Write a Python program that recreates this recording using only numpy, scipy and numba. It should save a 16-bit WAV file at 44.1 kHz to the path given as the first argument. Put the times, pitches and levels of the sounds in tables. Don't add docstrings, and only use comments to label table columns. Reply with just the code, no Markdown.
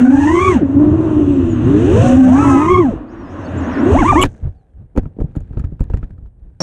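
import sys
import numpy as np
from scipy import signal
from scipy.io import wavfile
from scipy.ndimage import uniform_filter1d, minimum_filter1d
from numba import njit

SR = 44100
rng = np.random.default_rng(int(sys.argv[2]) if len(sys.argv) > 2 else 0)


def inscribe(sig):
    pcm = np.round(np.clip(np.atleast_2d(sig).T, -1, 1) * 32767)
    wavfile.write(sys.argv[1], SR, pcm.astype(np.int16))


N = 292294
ROTORS_STOP_S = 4.248


def undb(db):
    return 10 ** (np.asarray(db) / 20)


def columns(rows, fade_s=0.0022):
    s, *cols = np.transpose(rows)
    t = np.arange(N) / SR
    since_start = t - s[0] + (s[0] < .02)
    gate = np.clip(np.minimum(since_start, s[-1] - t) / fade_s, 0, 1)
    curves = [uniform_filter1d(np.interp(t, s, col), size=400) for col in cols]
    return (gate, *curves)


@njit
def svf(x, hz, width):
    y, band, low = np.empty(len(x)), 0., 0.
    g, k = np.tan(np.pi * hz / SR), width / hz
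    for i in range(len(x)):
        v = (band + g * (x[i] - low)) / (1 + g * (g + k))
        band, low, y[i] = 2 * v - band, low + 2 * g * v, k * v
    return y


def walk(rate):
    hold = int(SR / rate)
    steps = np.repeat(rng.standard_normal(N // hold + 1), hold)
    return 1.3 * uniform_filter1d(uniform_filter1d(steps, hold), hold)[:N]


def coloured(peaks, flicker_db=0., rate=20, grain=1):
    out = 0
    for hz, width, db in peaks:
        noise = grain * rng.standard_normal(N)
        band = svf(svf(noise, hz, width), hz, width)
        out = out + band / band.std() * undb(db + flicker_db * walk(rate))
    return out


def mix(levels_db, layers):
    return sum(undb(db) * layer for db, layer in zip(levels_db, layers))


def tails(times, dbs, decay_s):
    jumps = np.zeros(N)
    np.add.at(jumps, (times * SR).astype(int), undb(dbs))
    decay = signal.lfilter([1], [1, -np.exp(-1 / (decay_s * SR))], jumps)
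    return uniform_filter1d(decay, size=90, origin=44)


RATTLES_PER_S = 260


def ticks():
    hits = (rng.random(N) < RATTLES_PER_S / SR) * undb(2.5 * rng.exponential(size=N))
    return .6 + uniform_filter1d(hits, size=40) * 40


# f/Hz, width/Hz, level/dB
MIC_HISS = [(8800, 3500, -91)]


def mic_hiss():
    return coloured(MIC_HISS)


# t/s, then level/dB of deep gusts, buffeting, frame rush,
# low wash, high wash, blade hiss
AIR = [(0.0, -31, -14, -24, -32, -39, -43), (0.06, -35, -36, -30, -41, -54.5, -51),
       (0.23, -29.5, -18, -27.5, -39, -40, -42.5), (0.47, -34, -22.5, -28.5, -37, -44, -38.5),
       (0.55, -31, -17, -27, -31, -36.5, -43), (0.63, -35, -33, -34.5, -43, -58, -69),
       (0.67, -45, -21, -28.5, -51, -58, -65), (0.92, -26, -18, -27.5, -51, -52.5, -60.5),
       (1.01, -38, -18, -26.5, -50, -51, -59), (1.11, -24, -24.5, -27, -52, -49.5, -57),
       (1.3, -31, -18.5, -32, -48.5, -47, -56), (1.58, -31, -20.5, -29, -41.5, -47.5, -58.5),
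       (2.07, -26.5, -11, -20.5, -32, -32.5, -37), (2.23, -30, -24.5, -27, -37, -45, -45.5),
       (2.47, -32, -15, -22, -32, -42, -37.5), (2.74, -35, -20.5, -34, -41, -46, -47),
       (2.92, -32, -29.5, -28.5, -49, -53.5, -60.5), (3.06, -42, -50, -37, -55, -69, -92),
       (3.32, -40, -40, -32.5, -46, -57.5, -69), (3.61, -45, -28.5, -23, -37.5, -47, -61),
       (3.77, -34, -32.5, -22.5, -29, -52, -73), (3.93, -30, -15.5, -16, -35.5, -38.5, -41.5),
       (3.99, -13, -27.5, -22, -32, -40.5, -43), (4.07, -28, -20, -28, -33, -38, -38),
       (4.11, -15, -11, -27, -34, -44, -40), (4.2, -17, -25, -18, -56, -41, -40.5)]
# f/Hz, width/Hz, level/dB
GUSTS = [(29.5, 45, -3.5), (51.93, 69, -2)]
BUFFET = [(87.1, 21, -2.5), (115.7, 34, -5.5), (173, 150, -8.5)]
RUSH = [(267.8, 110, 2), (589, 250, -7.5), (1039, 520, -9.5)]
LOW_WASH = [(1551, 790, 0)]
HIGH_WASH = [(2713, 740, 0), (3550, 1000, -9.5)]
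HISS = [(6277, 2200, 0.5), (8040, 1800, -7.5), (9600, 1300, -23)]


def flight_air():
    gate, *levels_db = columns([*AIR, (ROTORS_STOP_S, *AIR[-1][1:])])
    gusts = coloured(GUSTS, 4, 14)
    buffeting = coloured(BUFFET, 4, 15)
    rush = coloured(RUSH, 1.5, 25)
    low_wash = coloured(LOW_WASH, 1., 40)
    high_wash = coloured(HIGH_WASH, 1., 40)
    hiss = coloured(HISS, 1., 40)
    return gate * mix(levels_db, (gusts, buffeting, rush, low_wash, high_wash, hiss))


# t/s, then level/dB of wind, soft rush, loose parts rattling
GLIDE = [(4.28, -42, -43, -61), (4.45, -32.5, -48, -65), (4.62, -54.5, -56, -76.5),
         (4.88, -55.5, -55.5, -78.5), (5.0, -42.5, -55.5, -78), (5.13, -41.5, -53, -76),
         (5.59, -32.5, -58, -62.5), (5.74, -43, -58, -76), (5.96, -35.5, -53, -60),
         (6.24, -44.5, -62, -83.5), (6.6, -43.5, -64, -76.5)]
# f/Hz, width/Hz, level/dB
SOFT_RUSH = [(229.7, 110, -10.5), (432, 300, -9.5), (754, 130, -16.5)]
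RATTLE = [(1096, 4300, -5), (1618, 490, -3), (2130, 800, -9.5), (3367, 1500, -26)]


def glide_air():
    gate, *levels_db = columns([(ROTORS_STOP_S, *GLIDE[0][1:]), *GLIDE])
    wind = coloured(GUSTS, 8.5, 14) + undb(-12) * coloured(BUFFET, 3.7, 29)
    soft_rush = coloured(SOFT_RUSH, 3, 24)
    rattle = coloured(RATTLE, grain=ticks())
    return gate * mix(levels_db, (wind, soft_rush, rattle))


def rundown():
    return tails(np.array([ROTORS_STOP_S]), [-60], decay_s=.09) * coloured(HISS, grain=ticks())


CUT_IN_S = 6.603
# f/Hz, level/dB
CUT_IN_TONES = [(175, -21.5), (560, -24.5), (5570, -21)]
# f/Hz, width/Hz, level/dB
CUT_IN_NOISE = [(413, 750, -23.5), (2010, 2800, -39.5), (5530, 1500, -28), (9100, 3700, -47)]


def cut_in():
    t = np.arange(N) / SR
    tones = sum(np.sqrt(2) * undb(db) * np.sin(2 * np.pi * hz * t) for hz, db in CUT_IN_TONES)
    return np.clip((t - CUT_IN_S) / 0.00078, 0, 1) * (tones + coloured(CUT_IN_NOISE))


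WHINES_PER_BLADE, IDLE_BLADE_DB = 28, 16


def whine(first_db, last_db, track, flicker_db=5):
    start_s, end_s = track[0][0], track[-1][0]
    gate, hz, share = columns([(s, f, (s - start_s) / (end_s - start_s)) for s, f in track])
    phase = 2 * np.pi * np.cumsum(hz * (1 + 0.009 * walk(110))) / SR
    blade = undb(IDLE_BLADE_DB) * np.sin(phase / WHINES_PER_BLADE)
    level = undb(first_db + (last_db - first_db) * share + flicker_db * walk(40))
    return np.sqrt(2) * gate * level * (np.sin(phase) + blade)


# (t/s, whine f/Hz)
WHINES = [(-74.5, -52.5, [(1.1, 8990), (1.27, 8000), (1.42, 7350), (1.55, 6620), (1.63, 6270),
          (1.66, 6530)]), (-72, -58, [(3.09, 5150), (3.125, 5900), (3.18, 5600), (3.22, 5680), (3.27, 5000),
          (3.31, 5150), (3.39, 6000), (3.43, 6050), (3.46, 6500)]), (-74, -60, [(3.08, 4300), (3.11, 5200),
          (3.16, 4950), (3.24, 4200), (3.31, 5900), (3.335, 6100), (3.37, 5400), (3.43, 5500),
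          (3.49, 4850)]), (-62, -52, [(3.42, 4150), (3.46, 4550), (3.475, 4300)]),
          (-47, -56, [(3.485, 5500), (3.51, 6600), (3.53, 7300)]), (-53.5, -60, [(3.555, 4400),
          (3.567, 6100), (3.587, 7560), (3.64, 5520), (3.685, 7050), (3.72, 6300), (3.75, 5050),
          (3.78, 5740), (3.86, 8500)]), (-58, -68, [(3.585, 6600), (3.645, 4100)]),
          (-54, -58, [(3.69, 5000), (3.715, 5850), (3.77, 4000)]), (-59, -60, [(3.69, 6354), (3.72, 5200)]),
          (-55, -44, [(3.76, 5000), (3.81, 5750)])]
FLICKER_S, FLICKER_HZ, FLICKER_DB, FLICKER_DEPTH_DB = (3.07, 3.9), 6620, (-80, -59), 8
SPINDOWN_S, SPINDOWN_HZ, SPINDOWN_LAG_S, SPINDOWN_DB = (4.43, 4.95), 6400, .42, (-84, -92)


def whines():
    flicker = whine(*FLICKER_DB, [(s, FLICKER_HZ) for s in FLICKER_S], FLICKER_DEPTH_DB)
    coast_s = np.linspace(*SPINDOWN_S, num=20)
    coast_hz = SPINDOWN_HZ * np.exp((SPINDOWN_S[0] - coast_s) / SPINDOWN_LAG_S)
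    coast = whine(*SPINDOWN_DB, list(zip(coast_s, coast_hz)))
    return sum(whine(*row) for row in WHINES) + flicker + coast


# t/s, level/dB
SCRAPES = [(4.215, -21), (4.225, -15.5)]
# f/Hz, width/Hz, level/dB
SCRAPE = [(2950, 510, 3.5), (7400, 980, -2.5), (10040, 720, -10.5), (12060, 700, -8.5)]


def scrapes():
    t = np.arange(N) / SR
    shape = sum(undb(db) * np.exp(-((t - s - .003) / 0.0042) ** 2) for s, db in SCRAPES)
    return shape * coloured(SCRAPE)


def ring(push, modes):
    out = 0
    for hz, db, t60 in modes:
        pole = np.exp(2j * np.pi * hz / SR - np.log(1000) / (t60 * SR))
        out = out + undb(db) * signal.lfilter([1], [1, -pole], push).imag
    return out


# t/s, thump peak level/dB, then level/dB against the thump of knock, click, tick
BLOWS = [(4.235, -9, 1, 9, 2), (4.244, -3, -5.5, -29, -40), (4.252, -10.5, 1, -9, -16),
         (4.279, -38, -4, -22, -30), (4.953, -26.5, 3, -25, -39), (4.962, -20, 8, -12, -24),
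         (4.975, -0.5, -2, -16, -31), (5.031, -21.5, -7, -19.5, -32), (5.055, -14, -11.5, -23, -56),
         (5.164, -40, 13, -23.5, -34), (5.186, -26, 12, -44.5, -42), (5.202, -8.5, -12.5, -26, -44.5),
         (5.21, -12.5, 0, -34, -33), (5.239, -7, -16, -50, -43), (5.318, -39.5, -17.5, -18, -39),
         (5.352, -27.5, 1, -9, -33), (5.362, -6, -7, -31, -36), (5.405, -18.5, -16, -29, -27),
         (5.504, -17, -12, -38, -47), (5.532, -19, -11, -26, -40), (5.57, -5, -13.5, -27, -58),
         (5.595, -8.5, -25, -26, -32), (5.639, -7.5, -18, -27, -52), (5.718, -13, -16.5, -41, -51.5),
         (5.794, -28, -16.5, -11, -52), (5.805, -0.5, -15, -30, -41), (5.839, -31, -17, -14, -13),
         (5.899, -7.5, -13, -24.5, -46), (5.936, -2, -14.5, -24.5, -50), (5.97, -18, -16, -18, -53),
         (6.028, -10.5, -11.5, -21, -68), (6.104, -20, -22, -24, -53), (6.18, -28.5, -6.5, -23, -60),
         (6.225, -27, -26, -35, -47), (6.258, -29, -15.5, -20, -52.5)]
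# f/Hz, level/dB, t60/s
THUMP = [(51.3, 0, 0.14), (90.5, 10.5, 0.056), (142, 8, 0.058)]
KNOCK = [(278, 14.5, 0.03), (350, 18, 0.014), (510, -2, 0.017), (820, -16.5, 0.017)]
CLICK = [(950, 7, 0.019), (1305, 8, 0.018), (1630, -1.5, .015), (2315, 1, .01), (2995, -24.5, 0.0081),
         (4300, -0.5, 0.01)]
TICK = [(5560, -3, 0.003), (6920, 8, 0.0035), (9000, 2, .004), (11440, -9.5, 0.0044), (13000, -18, .003)]
SHIVER_DB, SHIVER_S, BOOM_DB, BOOM_S, RUMBLE_DB, RUMBLE_S = -12.5, 0.0094, -14.5, 0.013, -22, 0.051


def blows(size=8192):
    s, db, knock_db, click_db, tick_db = np.transpose(BLOWS)
    t = np.arange(size) / SR
    fade = np.minimum(1, 4 - 4 * t / t[-1])
    out = np.zeros(N + size)
    parts = ((0, THUMP, .003, 12., 90), (knock_db, KNOCK, .004, 25., 24),
             (click_db, CLICK, .001, 12., 5), (tick_db, TICK, .0004, 8., 1))
    for rel_db, modes, burst_s, rough, soft in parts:
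        noise = rng.standard_normal((len(s), size))
        ragged = uniform_filter1d(uniform_filter1d(noise, soft), soft)
        burst = t / burst_s * np.exp(-t / burst_s) * (1 + rough * ragged)
        sounds = ring(burst, modes)
        peaks = np.abs(sounds).max(axis=1)
        sounds *= (undb(db + rel_db) / peaks)[:, None] * fade
        for at, sound in zip((s * SR).astype(int), sounds):
            out[at:at + size] += sound
    shiver = tails(s, db + click_db + SHIVER_DB, SHIVER_S) * coloured(RATTLE, grain=ticks())
    boom = tails(s, db + knock_db + BOOM_DB, BOOM_S) * coloured(SOFT_RUSH)
    rumble = tails(s, db + RUMBLE_DB, RUMBLE_S) * coloured(BUFFET)
    return out[:N] + shiver + boom + rumble


# multiple of the shaft, level/dB against shaft hum or blade tone,
# growth/dB per doubling of speed past CRUISE_HZ
HUM_ORDERS = [(1, -1.5, 1), (2, -28, 9.5)]
BLADE_ORDERS = [(3, 2, 0.5), (6, -11, 10), (9, -26.5, 8.5), (12, -40.5, 10), (15, -40.5, 12),
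                (18, -40.5, 10.5)]
CRUISE_HZ = 300


def rotor(rows, bright_db, wobble=.006, wobble_hz=1.5, flutter_db=2.5):
    gate, hz, hum_db, blade_db = columns(rows)
    on = gate > 0
    hz_on = hz[on]
    uneven_hz = (hz + (wobble * hz + wobble_hz) * walk(60))[on]
    turn = 2 * np.pi * np.cumsum(uneven_hz) / SR
    halo = 1 + .4 * walk(220)[on]
    out = np.zeros(N)
    for db, orders in ((hum_db, HUM_ORDERS), (blade_db, BLADE_ORDERS)):
        for k, rel_db, growth_db in orders:
            overtone_db = growth_db * np.log2(hz_on / CRUISE_HZ) + (k > 3) * bright_db[on]
            level = undb((db + flutter_db * walk(70))[on] + rel_db + overtone_db)
            tone = np.sin(k * turn + 2 * np.pi * rng.random())
            out[on] += level * (halo if k > 2 else 1) * tone
    return np.sqrt(2) * gate * out


# t/s, shaft turns f/Hz, shaft hum level/dB, blade tone level/dB
ROTORS = [
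    [(0, 230.2, -6, -37.5), (.25, 293, -8.5, -28), (.41, 368.1, -10.5, -22), (.47, 381.4, -12, -20.5),
     (.52, 357.5, -14.5, -22), (.57, 239.4, -5, -39), (.605, 140.2, -26, -23), (.63, 95, -36, -8.5),
     (.7, 89.85, -30, -24), (.78, 95.57, -23.5, -8), (.98, 107.5, -21, -16.5), (1.2, 100, -23, -10.5),
     (1.6, 77.1, -26, -23), (1.75, 96.7, -19, -12), (1.86, 123, -20.5, -16.5), (2.03, 183, -38.5, -20.5),
     (2.28, 187.6, -14, -24.5), (2.45, 328.2, -20, -27), (2.62, 376.7, -24.5, -36),
     (2.8, 365.6, -19, -27.5), (2.97, 89.8, -45.5, -31.5)],
    [(0, 242.6, -4.5, -36.5), (.25, 315.8, -14, -31.5), (.42, 387, -20, -22.5), (.47, 405, -32.5, -27),
     (.52, 398, -18.5, -31.5), (.65, 99, -20, -32.5), (.71, 96.25, -28.5, -27), (.85, 114.3, -25.5, -17),
     (1.05, 124.6, -25.5, -31), (1.35, 118, -31.5, -19.5), (1.6, 102.6, -35.5, -19), (1.69, 124, -20, -18),
     (1.87, 158.4, -35, -31.5), (2.06, 246.6, -27, -21.5), (2.26, 250.9, -22.5, -38.5),
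     (2.41, 435.6, -38.5, -24), (2.55, 431.8, -38, -25), (2.8, 383.7, -21, -25.5),
     (2.97, 101.3, -58.5, -44)],
    [(1.98, 224, -28, -33), (2.06, 244, -12.5, -51), (2.2, 260.3, 0.5, -32), (2.32, 254.4, -4.5, -32),
     (2.4, 284, -7.5, -32.5), (2.55, 271.8, -6, -24.5), (2.65, 314, -11.5, -27.5),
     (2.71, 362.1, -12.5, -17), (2.79, 369.2, -9, -18.5), (2.89, 228.6, -10.5, -52),
     (2.95, 100.3, -68, -25)],
    [(1.6, 37.4, -56, -30), (1.75, 62.2, -46.5, -21), (1.9, 108.2, -21, -14), (2.02, 171.6, -27.5, -26),
     (2.2, 182.6, -20.5, -27), (2.3, 200.8, -32, -30), (2.4, 392, -27, -32), (2.56, 331, -15.5, -24),
     (2.72, 362.5, -42.5, -30)],
    [(2.98, 99.1, -47, -46), (3.22, 113.3, -44, -37), (3.42, 95.3, -44, -53), (3.56, 85.9, -19, -43),
     (3.69, 80.2, -24.5, -26), (3.74, 76, -44.5, -38)],
]
# t/s, level/dB
BRIGHT = [(0, 13.5), (.3, 4), (.55, 2), (1.5, 0), (2.3, -1), (2.5, -4.5), (2.8, -4.5)]
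ROTOR_OVERTONE_DB = [3.5, -4, 5.5, 1.5, 6]


def rotors():
    _, bright_db = columns(BRIGHT)
    return sum(rotor(rows, bright_db + own_db) for rows, own_db in zip(ROTORS, ROTOR_OVERTONE_DB))


FRAME_HZ, FRAME_DB_PER_OCTAVE = 258, 27.5
CLIMB_DB_PER_OCTAVE, BRAKE_DB_PER_OCTAVE = 4, -1.5


def surge(start_s, fastest_s, end_s, start_hz, fastest_hz, end_hz, roundness, hum_db, blade_db, overtone_db):
    s = np.linspace(start_s, end_s, num=40)
    braking = s > fastest_s
    climb = (s - start_s) / (fastest_s - start_s)
    brake = (end_s - s) / (end_s - fastest_s)
    near = np.where(braking, brake, climb)
    arch = near + roundness * (np.sin(np.pi / 2 * near) - near)
    hz = fastest_hz - (fastest_hz - np.where(braking, end_hz, start_hz)) * (1 - arch)
    hum = hum_db - FRAME_DB_PER_OCTAVE * np.abs(np.log2(hz / FRAME_HZ))
    slope = np.where(braking, BRAKE_DB_PER_OCTAVE, CLIMB_DB_PER_OCTAVE)
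    blade = blade_db + slope * np.log2(hz / fastest_hz)
    return rotor(np.transpose([s, hz, hum, blade]), np.full(N, overtone_db), wobble=.012)


# start t/s, fastest t/s, end t/s, start f/Hz,
# fastest f/Hz, end f/Hz, roundness of the arch [0-1], shaft hum level/dB at FRAME_HZ,
# blade tone level/dB at the fastest, overtone level/dB; a row that ends before its start is silent
SURGES = [(3.8, 3.933, 3.94, 77.9, 145.7, 145, 0.06, -10.5, -15.5, 6),
          (3.935, 3.996, 4.04, 143.6, 377.3, 193, 0.16, -5, -17.5, 2.5),
          (4.038, 4.098, 4.138, 275.4, 410.8, 204.7, .9, -8, -17, 0),
          (4.04, 4.143, 4.165, 263.6, 405.8, 373, .9, -10, -19.5, -3.5),
          (4.155, 4.204, 4.24, 279, 377.4, 400, 1, 1, -18, 3.5),
          (4.159, 4.234, 4.126, 253, 369, 364, .5, -4, -21.5, 7.5)]


def surges():
    return sum(surge(*row) for row in SURGES)


# f/Hz, width/Hz, depth [0-1]
HOUSING = [(2183, 250, 0.3), (4900, 2600, 0.5), (12300, 4000, 0.8)]


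def scene():
    sound = flight_air() + glide_air() + rundown() + whines()
    sound = sound + scrapes() + blows() + rotors() + surges()
    for hz, width, depth in HOUSING:
        sound = sound - depth * svf(sound, hz, width)
    return (sound + cut_in() + mic_hiss())[None]


LOW_CUT_HZ, TOP_HZ = 22, 15700


def record(dry):
    dry = signal.sosfilt(signal.butter(2, LOW_CUT_HZ, "high", fs=SR, output="sos"), dry)
    peak = -minimum_filter1d(-np.abs(dry), size=257)
    gain = uniform_filter1d(np.minimum(1, .95 / (peak + 1e-9)), size=257)
    top_cut = signal.ellip(8, .2, 70, TOP_HZ, fs=SR, output="sos")
    return signal.sosfilt(top_cut, dry * gain)


dry = scene()
out = record(dry)
inscribe(out)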